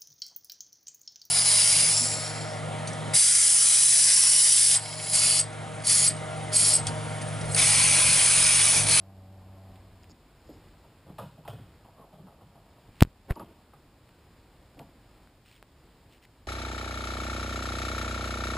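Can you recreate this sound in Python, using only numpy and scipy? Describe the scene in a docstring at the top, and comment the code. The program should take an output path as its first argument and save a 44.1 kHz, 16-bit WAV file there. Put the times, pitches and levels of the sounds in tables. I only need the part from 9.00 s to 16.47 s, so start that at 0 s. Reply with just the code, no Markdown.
"""Opening a car hood in a quiet garage

A man steps up to a car, unlatches the hood and swings it up on its rubbing hinge until the stay
(the prop that holds it) catches. Each knock rings the metal, and the hard room answers. A far motor
hum fades out at the start. The microphone is bumped twice and brushed by cloth, and its recorder's
low sampling rate mirrors the sound into the treble."""
import sys
import numpy as np
from scipy import signal
from scipy.fft import rfft, irfft, next_fast_len
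from scipy.io import wavfile
from scipy.ndimage import uniform_filter1d

SR = 44100
rng = np.random.default_rng(int(sys.argv[2]) if len(sys.argv) > 2 else 0)


def int16_out(signal):
    """Quantize to a 16-bit WAV file."""
    q = np.round(np.clip(np.atleast_2d(signal).T, -1, 1) * 32767)
    wavfile.write(sys.argv[1], SR, q.astype(np.int16))


N = 329427
TIME = np.arange(N) / SR
ONE_SECOND = TIME[:SR]


# A soft footstep, then knocks on the body, hood, latch and stay. A harder hit has a higher panel_hz,
# and a heavier part has a lower thud_hz. Columns: start_s, panel_db, panel_hz, thud_hz
STEP_AND_KNOCKS = [ (1.100, -66.5, 470, 263), (1.488, -53.5, 543, 360), (1.835, -59.5, 760, 330),
                   (2.062, -56, 620, 200), (2.093, -54.5, 533, 131), (2.182, -39, 900, 145),
                   (2.218, -47.5, 620, 140), (2.375, -56, 600, 190), (2.449, -50, 880, 140),
                   (2.476, -40, 720, 100.7), (2.530, -52, 567, 135), (2.586, -63, 380, 129),
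                   (3.190, -69, 350, 179), (3.230, -65.5, 340, 204), (4.357, -44.5, 840, 300),
                   (4.395, -43, 838, 320), (4.418, -67, 378, 168), (4.732, -56, 833, 200.4),
                   (5.768, -57, 580, 240), (5.792, -48.5, 709, 225)]
# The first echoes shorten as the microphone nears the engine. Columns: time_s, echo_s
ECHO_LENGTHS = [(3.3, 0.17), (4.3, 0.11)]

def step_and_knocks():
    """A soft footstep, then knocks on the car, with less echo as the microphone comes closer."""
    out = np.zeros(N)
    for start_s, panel_db, panel_hz, thud_hz in STEP_AND_KNOCKS:
        echo_s = np.interp(start_s, *np.transpose(ECHO_LENGTHS))
        add(out, start_s, knock(panel_db, panel_hz, thud_hz, echo_s))
    return out


# The tones of the hood panel, the whole shell and the steel parts when struck.
# Columns: pitch_hz, gain_db, ring_s (time to fade by 60 dB)
PANEL_TONES = [(438, 1, 0.024), (561, 4, 0.024), (675, -2.5, 0.049), (827, -3.5, 0.036), (958, -4.5, 0.043),
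               (1118, 0, 0.02), (1237, -7, 0.046)]
THUD_TONES = [(70.4, 3, 0.06), (102, 4, 0.1), (125.6, 3, 0.051), (163, 4.5, 0.044), (243, -4, 0.039),
              (328, -1, 0.03), (416, -3, 0.037)]
STEEL_TONES = [(1373, 7, 0.009), (1810, -13, 0.0022), (2130, 2, 0.0026), (2516, -9, 0.036),
               (3060, 9, 0.0043), (3330, 0.5, 0.0038), (3370, 0, 0.0072), (3970, -21, 0.0012),
               (4915, 3, 0.0018)]

def knock(panel_db, panel_hz, thud_hz, echo_s):
    """A knock clinks the steel, raps the panel and, more slowly, sets the whole shell thudding."""
    thud_db = panel_db - 17 * np.log2(panel_hz / 737)  # softer hits thud more
    steel_db = panel_db - 13 - 5.5 * np.log2(thud_hz / 140)  # heavy parts shake the steel most
    panel = ring(PANEL_TONES, panel_hz, octaves=0.97)
    panel = garage_echo(panel, echo_s, rise_s=0.001, tail_db=-22.5, tail_s=1.0)
    thud = ring(THUD_TONES, thud_hz, octaves=0.73)
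    thud = garage_echo(thud, echo_s, rise_s=0.0038, tail_db=-9, tail_s=0.715)
    steel = ring(STEEL_TONES, centre_hz=2500, octaves=2.3)
    steel = garage_echo(steel, echo_s, rise_s=0.00064, tail_db=-2, tail_s=0.74)
    panel = signal.sosfilt(signal.butter(2, [350, 1500], "band", fs=SR, output="sos"), panel)
    thud = signal.sosfilt(signal.butter(2, [60, 480], "band", fs=SR, output="sos"), thud)
    return at_level(panel, panel_db) + at_level(thud, thud_db) + at_level(steel, steel_db)


def ring(tones, centre_hz, octaves):
    """One blow starts several fading tones; where it lands favours those near centre_hz."""
    t = ONE_SECOND[:6000]
    out = np.zeros(len(t))
    for pitch_hz, gain_db, ring_s in tones:
        fade = amp(gain_db - 60 * t / ring_s) * hump(pitch_hz, centre_hz, octaves) ** 2
        out += fade * np.sin(2 * np.pi * (pitch_hz * t + rng.random()))
    return out


def hinge(start_s=2.68, rise_s=0.3, end_s=3.9, fastest_s=3.17):
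    """Tiny slips in the hinge keep the panel murmuring as it swings; bigger ones knock it lightly."""
    slips = rng.standard_normal(N) * amp(4 * drift(49))
    murmur = unit(signal.fftconvolve(slips, ring(PANEL_TONES, centre_hz=730, octaves=1.8))[:N])
    t = TIME - start_s
    moving = np.clip(t / rise_s, 0, 1) * (TIME < end_s)
    murmur_db = -60.5 - 7.5 * np.maximum(t - rise_s, 0)  # quieter as the hood slows
    out = murmur * moving * amp(murmur_db)
    for slip_s in 2.841 + 0.142 * np.arange(6):  # six evenly spaced slips
        slip_db = -54.5 - 6.5 * abs(slip_s - fastest_s)
        add(out, slip_s, knock(slip_db, panel_hz=720, thud_hz=190, echo_s=0.19))
    brief_squeal = scuffs([(3.005, 0.12, -61.5)], pitch_hz=1090, octaves=0.061)
    return out + brief_squeal


# One faint touch and two bumps on the microphone.
# Columns: start_s, push_db, push_s, snap_db, rub_db, rub_fade_s
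MICROPHONE_BUMPS = [(3.889, -33, 0.0045, -63, -68, .004), (4.0153, 2.5, .009, 6.5, -28, 0.0019),
                    (4.3043, -6.3, .0075, -28, -28.5, 0.0078)]
# The tone of rubbing on its case. Columns: pitch_hz, gain_db
CASE_TONE = [(60, -8.5), (300, 8.5), (900, -3), (2000, -13.5), (5000, -29.5)]

def microphone_bumps(rock_every_s=0.023):
    """A touch rubs the case, pushes on the microphone and snaps off, leaving it to rock twice."""
    out = np.zeros(N)
    rub = shaped_noise(CASE_TONE)
    for start_s, push_db, push_s, snap_db, rub_db, rub_fade_s in MICROPHONE_BUMPS:
        out += amp(rub_db) * rub * np.exp(-abs(TIME - start_s - push_s / 2) / rub_fade_s)
        add(out, start_s, amp(push_db) * pressure_step(push_s))
        let_go_s = start_s + push_s
        add(out, let_go_s, -amp(snap_db) * pressure_step(rise_s=0.0003, leak_s=0.0024))
        for k in range(2):
            rock = amp(snap_db - 29.5 - 7 * k) * pressure_step(rise_s=0.0037)
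            add(out, let_go_s + (k + 1) * rock_every_s, rock)
    return out


def pressure_step(rise_s, leak_s=0.0032):
    """Pressure on the microphone builds with growing speed, leaks away and swings back once."""
    push = np.sin(np.pi * np.minimum(ONE_SECOND / rise_s, 1) ** 1.5) ** 2
    leak = (1 - ONE_SECOND / leak_s) * np.exp(-ONE_SECOND / leak_s)
    return signal.fftconvolve(leak, push / push.sum())[:SR]


# Clicks with no echo. Columns: start_s, peak_db, pitch_hz, fade_s
DRY_CLICKS = [(1.098, -43.5, 350, 0.00049), (2.4782, -36.5, 1890, 0.00075), (4.008, -11.5, 2920, 0.00023),
              (4.0224, -13, 480, .0008), (4.033, -17, 4600, 0.00018), (4.050, -35.5, 1470, 0.0002),
              (4.308, -22.5, 1880, 0.00093), (4.3218, -33, 2290, 0.00041), (4.3565, -48, 4830, .001),
              (4.396, -45, 4760, 0.00077), (5.092, -45.5, 2500, 0.00014), (6.274, -44.5, 1490, .0003),
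              (6.6272, -33, 900, .00011)]

def clicks():
    """Tiny hard contacts each make a tone that dies almost at once."""
    out = np.zeros(N)
    for start_s, peak_db, pitch_hz, fade_s in DRY_CLICKS:
        click = np.sin(2 * np.pi * pitch_hz * ONE_SECOND) * np.exp(-ONE_SECOND / fade_s)
        add(out, start_s, amp(peak_db) * click / abs(click).max())
    return out


# Soles squeaking on tile. Columns: middle_s, length_s, level_db
SHOE_SQUEAKS = [(1.037, 0.028, -67.5), (1.110, 0.041, -61), (1.52, 0.22, -73)]

def shoe_squeaks():
    """Soles slip on the floor with a thin, high sound."""
    return scuffs(SHOE_SQUEAKS, pitch_hz=4980, octaves=0.13)


# Cloth, soles and hands brushing. Columns: middle_s, length_s, level_db
BRUSHES = [(.761, .02, -65.5), (1.04, 0.04, -64.5), (3.99, 0.17, -65), (5.794, 0.0082, -50.5),
           (6.524, 0.22, -62.5), (7.142, 0.13, -65), (7.241, 0.054, -60)]

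def rustles():
    """Light brushing makes a soft noise with no clear note."""
    return scuffs(BRUSHES, pitch_hz=2500, octaves=0.73)


def scuffs(strokes, pitch_hz, octaves):
    """Each rub is a short swell of tiny slips of uneven size."""
    out = np.zeros(N)
    slips = rng.standard_normal(N) * amp(4 * drift(400))
    for middle_s, length_s, level_db in strokes:
        start_s = middle_s - length_s / 2
        stroke = slips[round(start_s * SR):][:round(length_s * SR)]
        rub = unit(shape(stroke, lambda hz: hump(hz, pitch_hz, octaves)))
        add(out, start_s, amp(level_db) * rub * signal.windows.tukey(len(rub), 0.8))
    return out


# The motor's tones, at whole multiples of its pitch. Columns: multiple, gain_db
MOTOR_TONES = [(1, 2.5), (2, -6.5), (3, -17), (4, -21.5), (5, -31), (6, -17), (7, -18), (8, -16.5),
               (9, -28), (10, -37), (11, -25)]
# Air stirred by the motor. 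Columns: pitch_hz, gain_db
WHIRR_TONE = [(60, 2), (180, 2.5), (400, -6), (770, 1), (1100, -9), (1800, -23), (5000, -38)]

def motor_hum(pitch_hz=95.5, peak_s=0.67, end_s=1.19, release_s=0.06):
    """A far motor hums at a nearly steady speed and dies away; the hall blurs its higher tones."""
    turns = np.cumsum(pitch_hz * (1 + 0.0065 * drift(11))) / SR
    t = TIME - peak_s
    loudness = amp(-52 + np.minimum(3 * t, -27.5 * t))  # a slight swell, then a fast fade
    loudness *= np.clip((end_s - TIME) / release_s, 0, 1)
    sound = amp(-10) * shaped_noise(WHIRR_TONE)
    for multiple, gain_db in MOTOR_TONES:
        phase = 2 * np.pi * (multiple * turns + rng.random())
        blur = 0.54 * np.log(multiple) * drift(13.6)
        flutter_db = 3 * (1 - 1 / multiple) * drift(3.8)
        sound += np.sqrt(2) * amp(gain_db + flutter_db) * np.sin(phase + blur)
    return loudness * sound


def garage_echo(sound, echo_s, rise_s, tail_db, tail_s):
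    """Quick echoes off car and floor fade by 60 dB in echo_s; the hall's weaker tail takes tail_s."""
    echoes = rng.choice([-1., 1.], SR) * (rng.random(SR) < 0.25)
    build_up = 1 - np.exp(-ONE_SECOND / rise_s)
    fade = amp(-60 * ONE_SECOND / echo_s) + amp(tail_db - 60 * ONE_SECOND / tail_s)
    return signal.fftconvolve(sound, echoes * build_up * fade)[:SR]


# The garage's background noise. Columns: pitch_hz, gain_db
AIR_TONE = [(12, -43.5), (20, -13), (43, 0.5), (91, -1), (200, -9.5), (241, -9), (277, -9), (350, -11),
            (384, -14), (441, -13.5), (544, -15), (974, -17), (1380, -22), (5200, -31), (6760, -57),
            (11400, -120)]

def garage_air(level_db=-58, swell_db=1.4):
    """A low wash of noise fills the garage, gently rising and falling."""
    wash = shaped_noise(AIR_TONE)
    return amp(level_db + swell_db * drift(2.8)) * wash


def amp(db):
    """Turns decibels into a number to multiply by."""
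    return 10 ** (np.asarray(db) / 20)


def unit(sound):
    """Scales a sound to an average (rms) size of 1."""
    return sound / np.sqrt(np.mean(sound ** 2) + 1e-30)


def at_level(sound, level_db):
    """Scales a sound so that its loudest 15 ms has this level."""
    power = uniform_filter1d(sound ** 2, size=660)
    return sound * amp(level_db) / np.sqrt(power.max() + 1e-30)


def gain_at(table, hz):
    """Reads the gain between the rows of a pitch_hz, gain_db table."""
    pitch_hz, gain_db = np.transpose(table)
    return amp(np.interp(np.log(hz + 1), np.log(pitch_hz + 1), gain_db))


def hump(hz, centre_hz, octaves):
    """A gain of 1 at centre_hz that falls to half this many octaves away."""
    return 1 / (1 + (np.log2((hz + 1) / centre_hz) / octaves) ** 2)


def shape(sound, gain):
    """Turns each frequency up or down by gain(hz)."""
    size = next_fast_len(sound.shape[-1])
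    hz = np.fft.rfftfreq(size, 1 / SR)
    return irfft(rfft(sound, size) * gain(hz), size)[..., :sound.shape[-1]]


def shaped_noise(table):
    """Noise of size 1 with the tone of a pitch_hz, gain_db table."""
    return unit(shape(rng.standard_normal(N), lambda hz: gain_at(table, hz)))


def drift(rate_hz):
    """A smooth random wander of size 1."""
    return unit(shape(rng.standard_normal(N), lambda hz: np.exp(-(hz / rate_hz) ** 2)))


def add(mix, start_s, sound):
    """Mixes a sound in at start_s."""
    part = mix[round(start_s * SR):][:len(sound)]
    part += sound[:len(part)]


def scene(hiss_db=-69):
    """All sources reach both channels alike; each channel has a faint hiss of its own."""
    man = shoe_squeaks() + rustles()
    mono = step_and_knocks() + hinge() + microphone_bumps() + clicks() + man
    mono += motor_hum() + garage_air()
    return mono + amp(hiss_db) * rng.standard_normal((2, N))


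# How strongly each pitch is mirrored into the treble. Columns: pitch_hz, gain_db
MIRROR_STRENGTH = [(100, -55), (300, -30), (900, -21.5), (2000, -16), (3500, -8), (5200, -3)]
# The recorder's high hiss. Columns: pitch_hz, gain_db
HISS_TONE = [(5800, -18), (6800, -8), (9000, -0.5), (11300, -6.5), (12000, -5), (12700, -12), (15000, -1)]

def record(dry, rate_hz=12000, dull_above_hz=5600, hiss_db=-78, top_hz=15400):
    """A low sampling rate dulls the sound and mirrors it around that rate; hiss and overload follow."""
    dull = shape(dry, lambda hz: 1 / np.sqrt(1 + (hz / dull_above_hz) ** 48))
    mirrored = shape(dull, lambda hz: gain_at(MIRROR_STRENGTH, hz))
    mirrored *= 2 * np.cos(2 * np.pi * rate_hz * TIME)
    hiss = amp(hiss_db) * shaped_noise(HISS_TONE)
    overloaded = np.clip(dull + mirrored + hiss, -1, 1)
    treble_cut = signal.firwin(511, top_hz, window=("kaiser", 9), fs=SR)
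    return signal.oaconvolve(overloaded, treble_cut[None], "same")


dry = scene()
out = record(dry)
int16_out(out)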